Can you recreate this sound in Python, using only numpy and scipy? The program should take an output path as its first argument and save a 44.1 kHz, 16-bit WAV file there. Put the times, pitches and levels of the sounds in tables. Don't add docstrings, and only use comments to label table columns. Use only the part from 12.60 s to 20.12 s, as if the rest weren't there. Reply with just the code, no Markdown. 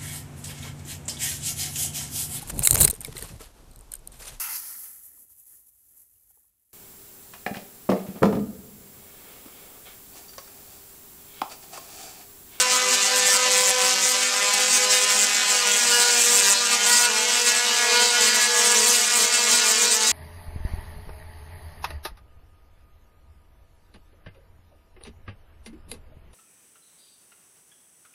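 import sys
import numpy as np
from scipy import signal
from scipy.fft import rfft, irfft, next_fast_len
from scipy.io import wavfile
from scipy.ndimage import uniform_filter1d, minimum_filter1d, map_coordinates

SR = 44100
rng = np.random.default_rng(int(sys.argv[2]) if len(sys.argv) > 2 else 0)


def volts_from_decibels(level):
    exponent = np.asarray(level, float) / 20
    return 10 ** exponent


def generate_wav(sig):
    pcm = np.round(np.clip(np.atleast_2d(sig).T, -1, 1) * 32767).astype(np.int16)
    wavfile.write(sys.argv[1], SR, pcm)


N = 331632

# time in seconds, firing rate in Hz.
LEFT_RATE_HZ = [(0, 198.2), (0.6, 197.8), (0.9, 196), (1.22, 191.7), (1.43, 191.8), (1.6, 198.3),
                (1.92, 203), (2.05, 205.1), (3.17, 205.3), (3.3, 200.8), (3.5, 199), (4.07, 199),
                (4.45, 217), (4.9, 221), (5.05, 222.7), (5.43, 222.9), (5.52, 218.4), (7.52, 218.9)]
RIGHT_RATE_HZ = [(0, 252), (2.55, 252.1), (2.68, 250.8), (2.95, 250.8), (3.07, 240.6), (4.3, 241),
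                 (5.6, 240.9), (7.52, 240)]
# time in seconds, level in dB.
STREAMER_DB = [(0.0, -23), (0.27, -24), (0.92, -22.5), (1.03, -24.5), (1.7, -24.5), (1.85, -24),
               (2.1, -23.5), (2.35, -25), (2.8, -23.5), (4.3, -24), (5.25, -24), (5.4, -23), (5.5, -25.5),
               (5.6, -22.5), (6.33, -25.5), (7.23, -24), (7.37, -29), (7.52, -23.5)]
# time in seconds, right over left in dB.
LEAN_DB = [(0, 2.5), (.5, -4), (.9, -2), (1.6, -2.5), (1.85, -5), (2.2, -1), (2.6, -2.5), (3.1, -2.5),
           (3.4, 0), (4, -3.5), (4.35, -1), (4.7, -2), (5.1, 1.5), (5.5, 1), (6.1, -3.5), (6.6, 0.5),
           (7.1, -2), (7.52, -6)]
# start in seconds, end in seconds, treble level in dB.
LEFT_STRIKES = [(0, 0.024, -29.5), (0.116, 0.175, -34), (0.28, 0.29, -38), (0.415, 0.45, -37.5),
                (0.562, 0.599, -31.5), (0.666, 0.772, -30), (0.917, 1.111, -31), (1.197, 1.34, -35.5),
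                (1.72, 1.76, -52), (1.827, 1.85, -39), (2.002, 2.037, -34), (2.04, 2.187, -38.5),
                (2.31, 2.446, -34), (2.501, 2.647, -31.5), (2.876, 2.974, -36), (3.075, 3.196, -34),
                (3.304, 3.435, -31.5), (3.46, 3.71, -45), (3.735, 3.805, -26.5), (3.83, 3.935, -29),
                (4.237, 4.38, -37.5), (4.797, 4.925, -36), (5.407, 5.49, -34.5), (5.613, 5.69, -31.5),
                (5.947, 6.018, -33), (6.034, 6.125, -31), (6.145, 6.25, -32), (6.363, 6.479, -33.5),
                (6.493, 6.54, -36), (6.562, 6.653, -29.5), (7.067, 7.124, -30), (7.22, 7.258, -32.5),
                (7.317, 7.37, -31), (7.48, 7.54, -33)]
RIGHT_STRIKES = [(0.332, 0.355, -32), (0.83, 0.844, -37), (1.42, 1.523, -35.5), (1.605, 1.635, -39),
                 (1.938, 1.945, -30), (2.137, 2.174, -30), (2.223, 2.256, -37.5), (2.306, 2.388, -34.5),
                 (3.197, 3.293, -32.5), (3.303, 3.493, -35), (3.506, 3.619, -31), (3.623, 3.73, -31.5),
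                 (3.968, 4.083, -46), (4.113, 4.15, -35), (4.271, 4.457, -29), (4.512, 4.637, -41),
                 (4.684, 4.723, -42), (4.873, 4.9, -29), (4.96, 4.993, -39), (5.046, 5.12, -54),
                 (5.146, 5.263, -38.5), (5.326, 5.375, -34), (5.747, 5.763, -31), (5.814, 5.867, -33.5),
                 (6.268, 6.367, -29), (6.67, 6.865, -40), (6.893, 6.962, -31.5), (6.98, 7.04, -46),
                 (7.127, 7.2, -50), (7.39, 7.45, -64)]
# time in seconds, treble level in dB.
GRAZE_DB = [
    (0, -43.5),
    (2.8, -45.5),
    (5.5, -44),
    (7.52, -41),
]
# start in seconds, end in seconds, thud in dB, rasp in dB.
RIGHT_ROOT = [(0, 0.3, -36.5, -51), (.33, .52, -46, -54), (.55, .85, -36, -39), (.87, 1.28, -35, -60),
              (1.33, 2.1, -41, -52), (2.22, 2.44, -35, -51), (2.52, 2.64, -40.5, -52),
              (2.95, 3.18, -40.5, -45), (3.3, 3.6, -35.5, -40), (3.65, 3.92, -38, -32),
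              (4.0, 4.15, -42.5, -28), (4.23, 4.6, -38, -31), (4.63, 5.15, -41, -32),
              (5.2, 5.3, -39.5, -31), (5.33, 5.52, -35, -38), (5.53, 5.78, -37.5, -31),
              (5.9, 6.0, -34.5, -29), (6.05, 6.21, -35, -25), (6.25, 6.34, -37.5, -38),
              (6.4, 6.6, -40.5, -47), (6.63, 6.87, -38, -30), (6.93, 7.17, -48, -32),
              (7.22, 7.45, -38, -35)]
# start in seconds, end in seconds, level in dB.
LEFT_ROOT = [
    (.25, .55, -39),
    (1.75, 2.0, -42),
    (2.2, 2.45, -38),
    (2.7, 2.95, -48.5),
    (4.5, 4.72, -44.5),
    (5.1, 5.45, -41),
    (5.6, 5.85, -44),
    (6.0, 6.4, -41.5),
    (6.6, 6.95, -44),
    (7.05, 7.45, -40.5),
]
# start in seconds, end in seconds, partial number, level in dB.
RIGHT_RIPPLES = [(0.023, 0.19, 4, -31), (0.133, 0.248, 5, -31), (0.31, 0.39, 19, -35), (0.66, 0.75, 8, -32),
                 (0.66, 0.777, 7, -36), (0.72, 0.85, 5, -29.5), (0.89, 1.01, 4, -37), (0.91, 1.04, 8, -34),
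                 (1.82, 1.894, 8, -34), (3.068, 3.157, 6, -34), (3.08, 3.16, 11, -34),
                 (3.32, 3.577, 6, -30.5), (3.334, 3.406, 12, -28), (3.33, 3.43, 7, -33),
                 (4.03, 4.14, 5, -31), (4.202, 4.285, 13, -30), (4.21, 4.49, 6, -27), (4.23, 4.48, 11, -35),
                 (4.28, 4.478, 4, -31.5), (4.29, 4.41, 8, -33), (4.844, 4.95, 10, -40),
                 (4.867, 5.006, 7, -33), (5.07, 5.15, 12, -26), (5.144, 5.256, 4, -32),
                 (5.19, 5.43, 7, -36.5), (5.303, 5.42, 9, -32), (5.34, 5.43, 19, -43),
                 (5.35, 5.436, 6, -28), (5.363, 5.505, 4, -32.5), (5.527, 5.77, 6, -28.5),
                 (5.623, 5.734, 9, -33), (5.63, 5.76, 7, -37), (5.644, 5.72, 12, -30),
                 (5.8, 6.15, 7, -30.5), (5.912, 6.205, 5, -32.5), (6.04, 6.197, 4, -36),
                 (6.08, 6.277, 11, -36), (6.21, 6.3, 20, -40), (6.49, 6.65, 6, -33), (6.73, 6.848, 4, -35),
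                 (6.95, 7.14, 6, -30)]
LEFT_RIPPLES = [(0.62, 0.75, 9, -34), (1.77, 1.88, 7, -38), (1.812, 1.895, 10, -34), (1.84, 1.92, 5, -33),
                (2.21, 2.31, 14, -42), (2.3, 2.38, 22, -37), (2.31, 2.41, 21, -38), (2.33, 2.41, 18, -29),
                (2.33, 2.43, 20, -36), (2.34, 2.43, 19, -39), (2.34, 2.437, 14, -31),
                (2.348, 2.44, 15, -31), (2.49, 2.568, 10, -49), (2.54, 2.62, 15, -38),
                (2.62, 2.72, 21, -34), (3.07, 3.16, 16, -34), (3.066, 3.18, 7, -37), (3.1, 3.18, 15, -37),
                (3.32, 3.41, 12, -41), (4.026, 4.137, 6, -36), (4.5, 4.636, 4, -35), (4.62, 4.7, 10, -37),
                (5.053, 5.148, 9, -34), (5.07, 5.15, 13, -37), (5.19, 5.33, 10, -38),
                (5.28, 5.382, 11, -35), (5.35, 5.45, 14, -32), (5.566, 5.67, 14, -30),
                (5.576, 5.69, 9, -33), (5.59, 5.69, 13, -35), (5.64, 5.72, 19, -43), (5.77, 5.85, 11, -42),
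                (6.21, 6.3, 22, -37), (6.435, 6.52, 11, -32), (6.56, 6.642, 11, -34), (6.93, 7.01, 14, -42),
                (6.94, 7.05, 21, -39), (7.03, 7.14, 11, -38), (7.04, 7.144, 10, -31.5),
                (7.19, 7.29, 11, -39)]
# start in seconds, end in seconds, level in dB.
CAGE_LICKS = [(.3, .36, -38), (.67, .74, -52), (2.3, 2.36, -28), (3.42, 3.52, -29), (3.95, 4.02, -26.5),
              (4.38, 4.45, -44), (4.85, 4.92, -41), (5.08, 5.13, -33), (5.3, 5.52, -25),
              (5.58, 5.72, -26.5), (5.78, 5.9, -29), (5.95, 6.03, -41), (6.18, 6.3, -35), (6.55, 6.62, -39),
              (6.78, 6.85, -28), (6.93, 7.03, -27), (7.25, 7.34, -27), (7.42, 7.5, -27)]
# frequency in Hz, level in dB.
STREAMER_TONE = [(60, -106), (150, -14), (230, -11), (330, -19.5), (480, -5.5), (800, -3.5), (1550, -1),
                 (2700, 1), (3500, -2.5), (4500, -1.5), (7600, -3.5), (9300, -15.5), (12500, -17),
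                 (15500, -41)]
STRIKE_TONE = [(40, -44), (150, -23), (1000, -18.5), (3500, -13), (5300, -7), (7600, -2.5), (9300, -10.5),
               (15500, -41.5)]
CRACK_TONE = [(40, -24), (130, -10), (300, -40.5), (5000, -39.5), (8500, -1.5), (10000, -1), (12500, -7.5),
              (15500, -12.5)]
THUD_TONE = [(150, -76.5), (350, -11), (490, 19), (750, 4.5), (1000, 12), (1250, 10), (2000, -51.5)]
RASP_TONE = [(700, -55), (1000, -8), (1200, -24), (1450, 5.5), (1700, 2.5), (1950, -12.5), (2650, -1),
             (3000, -5.5), (3600, -32), (4700, 3), (5600, -58)]
HUM_TONE = [(120, -52), (210, -9.5), (320, -17), (430, -1.5), (640, -7.5), (870, -0.5), (1100, -9),
            (1500, -45.5)]
CAGE_TONE = [(3000, -35), (3900, -0.5), (4500, -3), (5000, -0.5), (5900, -34)]
ROTOR_TONE = [(80, -60), (300, -34), (1000, -16), (3000, -5), (7000, 0), (10000, -16), (15500, -38)]
BLADES_HZ = [340, 314.5, 337.4, 340]
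# frequency in Hz, 60 dB decay time in seconds.
YARD_T60_S = [(200, 0.52), (2000, 1), (10000, 0.27)]
# frequency in Hz, gain in dB.
CAPSULE_DB = [(15, -36), (30, -18), (60, -6), (120, -1), (250, 0), (15700, 0), (15800, -60)]

LEFT_WAVER, RIGHT_WAVER = 0.0018, 0.0024
FLARE_DB = 0.8
CATCH_S, BREAK_S = 0.02, 0.008
GROWS_DB = 1
SPUTTER_DB, GRAZE_SWING_DB = 1.14, 3
GROUND_S, GROUND_DB = 0.002, -14
CRACK_DB, CRACK_GROWS = 5, 0.39
SETTLE_S, LOOSEN_S = 0.06, 0.045
RIPPLE_RISE_S, RIPPLE_FALL_S = 0.025, 0.016
YARD_DB = -25
KNOT_HZ = 200


def unit(x):
    return x / np.sqrt(np.mean(x ** 2) + 1e-20)


def along(points, hz):
    f, v = np.transpose(points)
    return np.interp(np.log(hz + 1), np.log(f + 1), v)


def curve(points):
    t, v = np.transpose(points)
    return np.interp(np.arange(N) / SR, t, v)


def wobble(rate_hz, count=1):
    t = np.arange(N * KNOT_HZ // SR + 2) / KNOT_HZ
    knots = rng.standard_normal((count, 1000))
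    return np.array([map_coordinates(k, [t * rate_hz], mode="wrap") for k in knots])


def slow(rate_hz, count):
    return np.repeat(wobble(rate_hz, count), SR // KNOT_HZ + 1, axis=1)[:, :N]


def spells(rows, rise_s, fall_s, grows_db=0, axis=2):
    t, power = np.arange(N) / SR, np.zeros(N)
    for row in rows:
        start, end = row[:2]
        here = slice(max(round((start - rise_s) * SR), 0), round((end + fall_s) * SR))
        rise = 1 + (t[here] - start) / rise_s
        fall = 1 + (end - t[here]) / fall_s
        edge = np.clip(np.minimum(rise, fall), 0, 1)
        progress = (t[here] - start) / (end - start)
        power[here] += (edge * volts_from_decibels(row[axis] + grows_db * (progress - 2))) ** 2
    return np.sqrt(power)


def coloured(x, tone):
    m = 8192
    cep = irfft(np.log(volts_from_decibels(along(tone, np.fft.rfftfreq(m, 1 / SR))) + 1e-6))
    cep[1:m // 2] *= 2
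    cep[m // 2 + 1:] = 0
    return unit(signal.fftconvolve(x, irfft(np.exp(rfft(cep))))[:N])


def patchy(x, depth_db):
    z = signal.stft(x, nperseg=256)[2]
    field = uniform_filter1d(rng.standard_normal(z.shape), size=7, axis=0)
    field = uniform_filter1d(field, size=12, axis=1)
    return unit(signal.istft(z * volts_from_decibels(depth_db * unit(field)), nperseg=256)[1][:N])


def shocks(times_s, sizes):
    at = np.clip(times_s.ravel() * SR, 0, N) + 8
    taps = np.floor(at)[:, None] + np.arange(-3, 5)
    gap = taps - at[:, None]
    kernel = np.sinc(gap) * np.cos(np.pi * gap / 8) ** 2 * sizes.reshape(-1, 1)
    return np.bincount(taps.astype(int).ravel(), kernel.ravel(), N + 32)[8:N + 8]


def firings(rate_hz, waver):
    turns = np.cumsum(curve(rate_hz) * (1 + waver * slow(11, count=1)[0])) / SR
    return np.interp(np.arange(int(turns[-1])), turns, np.arange(N) / SR)


def channel(fire, count, spread_s, life_s, drift_s, jitter_s, scatter_db, flicker_db):
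    shape = (len(fire), count)
    pace, start = rng.random((2, count))
    age = fire[:, None] / (life_s * (0.5 + pace)) + start
    life_index = age.astype(int) % len(fire)

    def per_life():
        return np.take_along_axis(rng.standard_normal(shape), life_index, axis=0)

    place = spread_s * per_life()
    size = (0.8 + per_life()) * volts_from_decibels(scatter_db * per_life())
    size = size * np.clip(4 * np.sin(np.pi * (age % 1)), 0, 1)
    sway = drift_s * wobble(8.3, count)[:, (fire * KNOT_HZ).astype(int)].T
    times = fire[:, None] + place + sway + jitter_s * rng.standard_normal(shape)
    size = size / np.linalg.norm(size, axis=1, keepdims=True)
    return shocks(times, size * volts_from_decibels(flicker_db * rng.standard_normal(shape)))


def streamers(fire, offset_db, flare):
    air = channel(fire, count=26, spread_s=0.003, life_s=0.1, drift_s=3e-5, jitter_s=6e-6,
                  scatter_db=7.5, flicker_db=2.5)
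    return volts_from_decibels(curve(STREAMER_DB) + offset_db + FLARE_DB * flare) * coloured(air, STREAMER_TONE)


def bolts(fire, strikes, sputter, graze):
    bolt = channel(fire, count=12, spread_s=0.0004497, life_s=0.055, drift_s=7e-5, jitter_s=2.2e-5,
                   scatter_db=3.5, flicker_db=3.5)
    bolt = bolt + volts_from_decibels(GROUND_DB) * np.roll(bolt, round(GROUND_S * SR))
    held = spells(strikes, CATCH_S, BREAK_S, GROWS_DB) * volts_from_decibels(SPUTTER_DB * sputter)
    grip = np.hypot(held, volts_from_decibels(curve(GRAZE_DB) + GRAZE_SWING_DB * graze))
    body = volts_from_decibels(13.5) * grip * patchy(coloured(bolt, STRIKE_TONE), depth_db=2.5)
    edge = volts_from_decibels(CRACK_DB) * grip * (grip / volts_from_decibels(-33)) ** CRACK_GROWS
    return body + edge * patchy(coloured(bolt, CRACK_TONE), depth_db=2.5)


def coil(rate_hz, waver, strikes, air_db):
    fire = firings(rate_hz, waver)
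    sputter, graze, flare = slow(22, count=3)
    return streamers(fire, air_db, flare) + bolts(fire, strikes, sputter, graze), fire


def right_root(fire):
    sway, lag, swell = wobble(10, count=3)[:, (fire * KNOT_HZ).astype(int)]
    times = (fire + 3e-5 * sway)[:, None] + np.outer(0.00199 + 5e-5 * lag, [0, 1])
    sizes = volts_from_decibels(1.4 * swell[:, None] + 0.7 * rng.standard_normal(times.shape))
    thud = coloured(shocks(times, sizes * [1, 0.7]), THUD_TONE)
    rasp = coloured(shocks(times, sizes * [1, 0.05]), RASP_TONE)
    thud_gain = volts_from_decibels(2.5) * spells(RIGHT_ROOT, SETTLE_S, LOOSEN_S, axis=2)
    rasp_gain = volts_from_decibels(-8) * spells(RIGHT_ROOT, SETTLE_S, LOOSEN_S, axis=3)
    return thud_gain * thud + rasp_gain * rasp


def drone():
    speed = 1 + 0.032 * slow(2.8, count=4)
    turn = 2 * np.pi * np.cumsum(np.array(BLADES_HZ)[:, None] * speed, axis=1) / SR
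    chop = (1 + 0.7 * np.cos(turn)) * rng.standard_normal(turn.shape)
    chop = chop + 0.02 * np.cos(3 * turn)
    return volts_from_decibels(-33) * coloured(chop.sum(0), ROTOR_TONE)


def yard(x):
    hz, t, z = signal.stft(rng.standard_normal(SR // 2), SR, nperseg=256)
    tail = signal.istft(z * volts_from_decibels(-60 * t / along(YARD_T60_S, hz)[:, None]), SR, nperseg=256)[1]
    return signal.fftconvolve(np.pad(x, (700, 0)), tail / np.linalg.norm(tail))[:N]


def ripples(fire, rows):
    turns = np.interp(np.arange(N) / SR, fire, np.arange(len(fire)))
    sung = np.zeros(N)
    for row in rows:
        start, end, partial = row[:3]
        here = slice(max(round((start - 0.1) * SR), 0), round((end + 0.1) * SR))
        gain = spells([row], RIPPLE_RISE_S, RIPPLE_FALL_S, axis=3)[here]
        sung[here] += np.sqrt(2) * gain * np.cos(2 * np.pi * round(partial) * turns[here])
    return sung * volts_from_decibels(-2.5 + 2.5 * slow(18, count=1)[0])


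def left_root(fire):
    swell = wobble(10)[0, (fire * KNOT_HZ).astype(int)]
    hum = shocks(fire, volts_from_decibels(1.5 * swell + 0.7 * rng.standard_normal(len(fire))))
    return spells(LEFT_ROOT, SETTLE_S, LOOSEN_S) * coloured(hum, HUM_TONE)


def cage(fire):
    licks = channel(fire, count=7, spread_s=0.001208, life_s=0.07, drift_s=3e-5, jitter_s=1.5e-5,
                    scatter_db=13.5, flicker_db=2.5)
    return spells(CAGE_LICKS, 0.023, 0.011) * coloured(licks, CAGE_TONE)


def scene():
    lean_db = curve(LEAN_DB)
    left, left_fire = coil(LEFT_RATE_HZ, LEFT_WAVER, LEFT_STRIKES, air_db=-3.5 - lean_db / 2)
    right, right_fire = coil(RIGHT_RATE_HZ, RIGHT_WAVER, RIGHT_STRIKES, air_db=-1 + lean_db / 2)
    arcs = left + right + right_root(right_fire) + cage(right_fire) + left_root(left_fire)
    arcs = arcs + ripples(right_fire, RIGHT_RIPPLES) + ripples(left_fire, LEFT_RIPPLES)
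    return (arcs + volts_from_decibels(YARD_DB) * yard(arcs) + drone())[None]


def low_pass(x):
    return signal.sosfilt(signal.butter(12, 15750, fs=SR, output="sos"), x)


def record(dry):
    bent = dry + 0.06 * (dry ** 2 - np.mean(dry ** 2))
    needed = np.minimum(1, 0.5 / (np.abs(bent) + 1e-9))
    held = bent * uniform_filter1d(minimum_filter1d(needed, size=15), size=13)
    m = next_fast_len(N + 8192)
    response = volts_from_decibels(along(CAPSULE_DB, np.fft.rfftfreq(m, 1 / SR)))
    heard = irfft(rfft(held - held.mean(), m) * response, m)[:, :N]
    return low_pass(heard)


dry = scene()
out = record(dry)
generate_wav(out)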